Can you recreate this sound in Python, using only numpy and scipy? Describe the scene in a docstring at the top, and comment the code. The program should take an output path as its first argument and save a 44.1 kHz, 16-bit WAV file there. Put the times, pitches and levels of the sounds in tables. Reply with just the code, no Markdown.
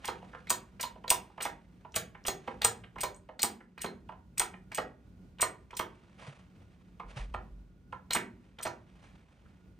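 """A hydraulic jack inside a wooden press frame is pumped by hand in a quiet workshop, heard by a stereo pair.
At each end of a stroke the loose steel linkage clacks and the frame knocks: chattering contacts ring decaying
modes and a broad crack, and the room answers with noise dying in two stages. Light taps fall mostly between.
In the pause cloth rustles (uneven swelling noise) and something heavy thuds (low decaying sines).
Below lies a low room rumble of coloured noise with faint wavering tones."""
import sys
import numpy as np
from scipy import signal
from scipy.fft import rfft, irfft
from scipy.io import wavfile
from scipy.ndimage import uniform_filter1d

SR = 44100
rng = np.random.default_rng(int(sys.argv[2]) if len(sys.argv) > 2 else 0)


def transcribe(signal):
    """Save signal, clipped to [-1, 1], as a 16-bit WAV file at the path in sys.argv[1]."""
    frames = np.atleast_2d(signal).T
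    limited = np.clip(frames, -1, 1)
    pcm = np.round(limited * 32767).astype(np.int16)
    wavfile.write(sys.argv[1], SR, pcm)


N = 431738   # length in samples


def amp(db):
    """Level in dB to linear gain."""
    return 10 ** (np.asarray(db) / 20)


def rms_one(x):
    """Scale a signal to rms 1."""
    return x / np.sqrt(np.mean(x ** 2) + 1e-20)


def at_hz(points, hz):
    """Read a (f/Hz, value) table on a log-frequency axis."""
    table_hz, values = np.transpose(points)
    return np.interp(np.log(hz), np.log(table_hz), values)


def bin_hz(size):
    """Frequencies of the spectrum bins in Hz, kept at 1 or above for the logarithms."""
    return np.maximum(np.arange(size // 2 + 1) * SR / size, 1)


def drift(rate_hz):
    """Slow random wander of rms 1: noise through two equal low-pass poles, run at SR / 40."""
    step = 40
    pole = np.exp(-2 * np.pi * rate_hz * step / SR)
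    settling = 2000
    noise = rng.standard_normal(N // step + settling + 2)
    slow = signal.lfilter([1], [1, -2 * pole, pole * pole], noise)[settling:]
    return np.interp(np.arange(N) / step, np.arange(len(slow)), rms_one(slow))


def shaped(size, gain_at, likeness):
    """Stereo noise coloured by a gain per frequency; a shared and an opposed part set left-right likeness."""
    hz = bin_hz(size)
    mid, side = rfft(rng.standard_normal((2, size)))
    alike = np.clip(at_hz(likeness, hz), 0, 1)
    pair = np.sqrt(1 + alike) * mid + np.sqrt(1 - alike) * side * [[1], [-1]]
    return irfft(gain_at(hz) * pair, size)


# room noise spectrum before overall scaling: (f/Hz, relative level/dB per Hz)
RUMBLE_COLOUR = [(15, -55.5), (25, -37.5), (48, -3.5), (111, -9.5), (185, -10.5), (293, -16.5),
                 (354, -20.5), (677, -33), (962, -37.5), (1130, -39.5), (14800, -56), (16000, -56.5)]
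# how alike the room noise is at left and right: (f/Hz, likeness 0..1)
RUMBLE_LIKENESS = [(60, 0.97), (240, 0.9), (950, 0.55), (3770, 0.26), (15000, 0.4)]
# narrow tones in the room noise: (f/Hz, width at half amplitude/Hz, level before wavering/dB)
FAINT_TONES = [(182.2, 13.2, -64.5), (1450, 73, -86), (1440, 29, -86)]
RUMBLE_DB = -58   # before wavering


def rumble():
    """Distant bed of the place: coloured noise plus narrow noise bands, wavering in level together."""
    noise = shaped(N, lambda hz: amp(at_hz(RUMBLE_COLOUR, hz)), RUMBLE_LIKENESS)
    out = amp(RUMBLE_DB) * rms_one(noise)
    for tone_hz, width_hz, db in FAINT_TONES:
        tone = shaped(N, lambda hz: 1 / (1 + (2 * (hz - tone_hz) / width_hz) ** 2), RUMBLE_LIKENESS)
        out += amp(db) * rms_one(tone)
    return out * amp(2.1 * drift(3))


# cloth and hands moving: (peak t/s, peak level before unevenness/dB, swell for 20 dB/s, fade for 20 dB/s)
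RUSTLES = [(0, -61, .01, .45), (0.4, -71, .5, .5), (1.3, -74, 1.0, 1.5), (2.5, -60, .2, .13),
           (6.05, -70, .5, .3), (6.2, -58, .02, .15), (6.28, -54, .12, .09), (6.4, -67, .2, .08),
           (6.62, -72, .3, .6), (7.1, -54.5, .03, .07), (7.175, -44.5, .02, .1), (8.44, -74, .1, .25),
           (9.05, -64.5, .35, .3), (9.45, -74, .4, .4)]
# friction noise spectrum before overall scaling: (f/Hz, relative level/dB per Hz)
RUSTLE_COLOUR = [(200, -23), (500, 3.5), (1000, 0), (2500, -2), (5000, -14.5), (9000, -18), (15000, -47)]
# how alike rustle and reflections are at left and right: (f/Hz, likeness 0..1)
ROOM_LIKENESS = [(200, 0.99), (1000, .7), (2500, 0.83), (8000, 0.92)]
RUSTLE_REST_DB = -82   # steady friction noise under the movements, before unevenness


def rustle():
    """Cloth and hands: friction noise, uneven from moment to moment, swelling and fading with each movement."""
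    t = np.arange(N) / SR
    level = amp(RUSTLE_REST_DB)
    for peak_s, db, swell_s, fade_s in RUSTLES:
        away = np.maximum((peak_s - t) / swell_s, (t - peak_s) / fade_s)
        level = level + amp(db - 20 * away)
    noise = rms_one(shaped(N, lambda hz: amp(at_hz(RUSTLE_COLOUR, hz)), ROOM_LIKENESS))
    return level * amp(2.2 * drift(60)) * noise


# dull thuds: (onset t/s, starting level of the decay/dB, f/Hz, t60/s)
THUDS = [(6.279, -33, 139.8, 0.1), (7.049, -40.5, 46, .4), (7.165, -32, 126, 0.14),
         (7.196, -29.5, 45.2, 0.4), (7.298, -34.5, 50.1, 0.57), (7.356, -39, 78, 0.21),
         (7.508, -39.5, 47.4, 0.6)]


def thuds():
    """Soft heavy contacts: one low decaying mode each, swelling over about a cycle."""
    out, t = np.zeros(N + SR), np.arange(SR) / SR
    for onset_s, db, hz, t60 in THUDS:
        decay = amp(db - 60 * t / t60)
        swell = 1 - np.exp(-2 * t * hz)
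        at = round(onset_s * SR)
        out[at:at + SR] += decay * swell * np.sin(2 * np.pi * hz * t)
    return out[:N]


# decay of the workshop's reflections, first stage: (f/Hz, t60/s)
ROOM_T60 = [(200, 0.64), (600, 0.26), (1500, 0.24), (4000, 0.18), (10000, 0.13)]
ROOM_DB = -6.5   # energy of the whole tail per channel, against the direct path
LATE_DB, LATE_STRETCH = -22.5, 2.22   # second stage against the first: its start, and times slower


def workshop(x):
    """Reflections: noise building over a few ms and dying in two stages, at its own rate per half octave."""
    t, tail = np.arange(SR) / SR, 0
    for centre_hz in 100 * 2 ** np.arange(0, 7.6, .5):
        band = shaped(len(t), lambda hz: np.exp(-6 * np.log2(hz / centre_hz) ** 2), ROOM_LIKENESS)
        decay_db = -60 * t / at_hz(ROOM_T60, centre_hz)
        tail = tail + band * (amp(decay_db) + amp(LATE_DB + decay_db / LATE_STRETCH))
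    tail *= 1 - np.exp(-t / 0.0074)
    tail *= amp(ROOM_DB) / np.sqrt(np.sum(tail ** 2) / 2)
    return signal.fftconvolve(x[None], tail, axes=1)[:, :N]


def blows(events, modes, spread_db, crack_db, crack_hz, octaves):
    """Each contact is a short swelling chatter that rings every mode with a new strength, plus a broad crack."""
    size = 2 ** 14
    out, t = np.zeros(N + size), np.arange(size // 2) / SR
    touch_t = t[:size // 4]
    hz, mode_db, t60 = np.transpose(modes)
    rings = np.sin(2 * np.pi * np.outer(hz, t)) * amp(-60 * t / t60[:, None])
    crack_band = signal.butter(3, crack_hz, "band", fs=SR, output="sos")
    crack = amp(crack_db) * signal.sosfilt(crack_band, t == 0)
    spectrum_hz = bin_hz(size)
    for s, level_db, favoured_hz, emphasis_db, length_s in events:
        mode_chance = rng.standard_normal(len(modes))
        body = amp(mode_db + spread_db * mode_chance) @ rings + crack
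        grains = rng.standard_normal(size // 4) ** 3   # a few hard touches among many faint ones
        phase = touch_t / max(length_s, 2e-4)
        settling = amp(-30) * (1 - np.exp(-phase)) * np.exp(-touch_t / .015)   # loose parts settle afterwards
        chatter = grains * (phase ** 2 * np.exp(-2 * phase) + settling)
        # where the part is touched decides which region of its spectrum speaks
        distance = np.log2(spectrum_hz / favoured_hz)
        # a weaker contact is softer and loses the treble above that region
        dulling_db = 0.28 * min(level_db + 19.5, 0) * np.maximum(distance, 0)
        colour = amp(emphasis_db * np.exp(-(distance / octaves) ** 2) + dulling_db)
        lead = 64   # samples of room for the colouring, which starts a little early
        sound = np.roll(irfft(rfft(chatter, size) * rfft(body, size) * colour), lead)
        loudest = np.sqrt(uniform_filter1d(sound ** 2, size=200).max())   # rms over 4.5 ms
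        at = round(s * SR) - lead
        out[at:at + size] += amp(level_db) * sound / loudest
    return out[:N]


# event levels below are for the loudest 4.5 ms, before the trim of the frame or linkage as a whole
# lever pushed down: (tick t/s, level/dB, catch t/s, level/dB, stop t/s, level/dB, knock t/s, level/dB,
#                     f the tick favours/Hz, f the knock favours/Hz)
PUSHES = [(0.4698, -42, 0.496, -24, 0.5017, -14, 0.503, -28.5, 2210, 1000),
          (1.0781, -31, 1.0935, -29.5, 1.1015, -9, 1.11, -23, 3880, 990),
          (1.942, -37, 1.9536, -29, 1.9601, -18.5, 1.962, -31, 2870, 700),
          (2.6165, -25, 2.643, -19, 2.6464, -10, 2.647, -24, 3960, 1000),
          (3.3925, -33, 3.4173, -23, 3.4289, -13.5, 3.435, -29, 3910, 800),
          (4.375, -38, 4.3795, -23, 4.3945, -14, 4.402, -32, 2500, 700),
          (5.3847, -48, 5.407, -23, 5.4155, -15.5, 5.424, -22.5, 2950, 1000),
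          (8.1064, -24.5, 8.131, -20, 8.146, -23, 8.15, -27, 3970, 990)]
# lever lifted: columns as for the pushes (t/s, level/dB four times, then two f/Hz)
LIFTS = [(0.044, -36, 0.0496, -31, 0.0763, -31, 0.083, -28, 3000, 900),
         (0.7975, -36, 0.806, -27, 0.8268, -27, 0.833, -30.5, 2540, 950),
         (1.405, -33.5, 1.4189, -26, 1.449, -30, 1.454, -28.5, 2700, 980),
         (2.251, -37, 2.2633, -24, 2.2797, -21.5, 2.283, -29.5, 3010, 500),
         (2.9827, -40, 3.005, -25, 3.0328, -25.5, 3.033, -28, 2210, 580),
         (3.778, -42, 3.812, -28, 3.843, -37, 3.844, -31, 2530, 560),
         (4.7167, -40, 4.744, -28, 4.7723, -32, 4.782, -26, 2210, 650),
         (5.706, -48, 5.766, -29, 5.7914, -28, 5.796, -26, 2570, 970),
         (8.586, -43, 8.624, -29, 8.652, -36, 8.653, -29.5, 3310, 700)]
# light taps on the frame as the load shifts, mostly between strokes:
# (t just before the peak/s, level/dB, f the contact favours/Hz)
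TAPS = [(0.227, -44.5, 700), (0.334, -45, 1490), (0.35, -40, 1450), (0.96, -47.5, 710), (1.043, -38.5, 920),
        (1.301, -54, 880), (1.381, -39, 910), (1.851, -43.5, 905), (1.924, -42, 6000), (1.964, -31, 3060),
        (2.15, -45, 2200), (2.243, -40, 5700), (2.479, -31, 760), (2.839, -48, 3080), (2.961, -40, 910),
        (3.148, -36, 6900), (3.165, -38, 8900), (3.292, -42.5, 710), (3.449, -12, 8400), (3.607, -51, 1800),
        (4.093, -38, 932), (4.125, -45, 850), (4.399, -29, 2320), (4.413, -30.5, 1270), (4.54, -44.5, 2240),
        (5.398, -37.5, 1980), (5.732, -41, 980), (6.225, -50, 1000), (7.001, -37, 973), (7.033, -51, 936),
        (7.344, -31, 961), (7.928, -35, 1040), (8.163, -27, 2300), (8.6, -42, 1500), (8.668, -32.5, 990),
        (9.457, -62, 1530)]
# wooden frame modes: (f/Hz, mean relative level/dB, t60/s)
FRAME_MODES = [(112, -15, 0.3), (241, -2, .1), (394, -2.5, 0.08), (478.6, -1.5, 0.068), (530.2, 3, 0.061),
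               (660, 6, 0.021), (805.5, 0.5, 0.018), (990, 12.5, 0.021), (1361, -6, 0.039),
               (1506, -16.5, .025)]
KNOCK = (5.5, 0.0064)   # emphasis dB, chatter length s
WOOD_TAP = (8, .0045)   # emphasis dB, chatter length s
KNOCK_LEAD_S = .003   # wood contacts start this much before their listed time
PUSH_TICK_IN_FRAME_DB, LIFT_TICK_IN_FRAME_DB = -9, -2.5   # the tick also sounds in the wood
TICK_IN_FRAME_HZ, WOOD_TOP_HZ = 2250, 4500   # taps pitched at the top or above sound in the steel alone


def wooden_frame():
    """Wood around the jack: knocks, ticks and taps ring short modes and a mid-range crack."""
    events = [(s - KNOCK_LEAD_S, db, hz, *WOOD_TAP) for s, db, hz in TAPS if hz < WOOD_TOP_HZ]
    for strokes, tick_db in (PUSHES, PUSH_TICK_IN_FRAME_DB), (LIFTS, LIFT_TICK_IN_FRAME_DB):
        for row in strokes:
            tick, _, _, knock, (_, knock_hz) = np.reshape(row, (-1, 2))
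            events.append((tick[0] - KNOCK_LEAD_S, tick[1] + tick_db, TICK_IN_FRAME_HZ, *KNOCK))
            events.append((knock[0] - KNOCK_LEAD_S, knock[1], knock_hz, *KNOCK))
    ringing = blows(events, FRAME_MODES, spread_db=3, crack_db=48.5, crack_hz=[300, 2200], octaves=.5)
    return amp(-1.5) * ringing


# steel linkage modes: (f/Hz, mean relative level/dB, t60/s)
STEEL_MODES = [(2610, -9.5, 0.03104), (3402, -10.5, 0.013), (3710, -10, 0.013), (4191, -9.5, 0.079),
               (5500, -21, 0.017), (6630, -15, 0.19), (6990, -15.5, .1), (7200, -9.5, .05),
               (8188, -5, 0.035), (8540, -1, .045), (8340, 0, 0.05), (9626, -2, 0.021), (12460, -6.5, .04),
               (14800, -15, 0.033)]
# catch, then stop, of a push: (f the contact favours/Hz, emphasis level/dB, chatter length t/s)
PUSH_CONTACTS = [(8100, 11, .0025), (8370, 8, .0027)]
# catch, then stop, of a lift: (f the contact favours/Hz, emphasis level/dB, chatter length t/s)
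LIFT_CONTACTS = [(9000, 5, .006), (3100, 5, .0025)]
LOOSE = (16, .0025)   # ticks, jolts and rattle: emphasis dB, chatter length s
JOLT_DB, JOLT_LOWEST_HZ, JOLT_LEAD_S = -13, 2800, .005   # a tap is led by a jolt in the linkage
# loose touches from tick to just past the knock, under the level that climbs from tick to catch
RATTLE_DB, RATTLE_SPREAD_DB, RATTLE_ON_S, RATTLE_HZ = -10.5, 3, .02, 3300


def rattle(tick, catch, knock):
    """Eight loose touches at random times, each favouring a pitch within an octave of the centre."""
    touches = []
    for when, strength, place in rng.random(size=(8, 3)):
        s = tick[0] + when * (knock[0] + RATTLE_ON_S - tick[0])
        climb_db = tick[1] + when * (catch[1] - tick[1])
        db = climb_db + RATTLE_DB + RATTLE_SPREAD_DB * (2 * strength - 1)
        touches.append((s, db, RATTLE_HZ * 2 ** (2 * place - 1), *LOOSE))
    return touches


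def steel_linkage():
    """Jack linkage: tick, catch, stop and rattle of each stroke ring bright modes and a broad crack."""
    events = [(s - JOLT_LEAD_S, db + JOLT_DB, max(hz, JOLT_LOWEST_HZ), *LOOSE) for s, db, hz in TAPS]
    for strokes, (catch_kind, stop_kind) in (PUSHES, PUSH_CONTACTS), (LIFTS, LIFT_CONTACTS):
        for row in strokes:
            tick, catch, stop, knock, (tick_hz, _) = np.reshape(row, (-1, 2))
            events += [(*tick, tick_hz, *LOOSE), (*catch, *catch_kind), (*stop, *stop_kind)]
            events += rattle(tick, catch, knock)
    ringing = blows(events, STEEL_MODES, spread_db=3, crack_db=33, crack_hz=[1800, 16000], octaves=0.34)
    return amp(-6) * ringing


def scene():
    """Jack and frame sound directly and through the room's reflections; the rest is added around them."""
    jack = wooden_frame() + steel_linkage()
    return rumble() + rustle() + thuds() + workshop(jack) + jack


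# level lean of the microphone pair: (f/Hz, left minus right level/dB)
LEAN = [(60, -.5), (200, -1.5), (500, -1), (1100, -5.5), (1900, -2), (15000, 1)]
# phase lean of the microphone pair: (f/Hz, phase by which left leads/rad)
PORT_PHASE = [(1000, 0), (1550, 1.5), (2500, 0.78), (6700, -0.93), (8000, 5.5), (9200, 5.5), (10200, 3.5),
              (12000, 2.5), (13900, 0)]
# treble dips of both microphones: (centre f/Hz, full width where the dip is down to 1/e of its dB/Hz, level/dB)
MIC_DIPS = [(7685, 67, -10), (11466, 1000, -38.5)]
CUTOFF_HZ = 16600   # from here up the level is at least 70 dB down


def record(dry):
    """The microphone pair leans and shifts phase by frequency and has two treble dips; the top is cut."""
    hz = bin_hz(N)
    side = np.array([[.5], [-.5]])   # half of each difference goes to left, half to right
    dips_db = sum(db * np.exp(-(2 * (hz - dip_hz) / width_hz) ** 2) for dip_hz, width_hz, db in MIC_DIPS)
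    gain = amp(dips_db + side * at_hz(LEAN, hz))
    phase_shift = np.exp(1j * side * at_hz(PORT_PHASE, hz))
    wet = irfft(rfft(dry) * gain * phase_shift, N)
    return signal.sosfilt(signal.cheby2(12, 70, CUTOFF_HZ, fs=SR, output="sos"), wet)


dry = scene()
out = record(dry)
transcribe(out)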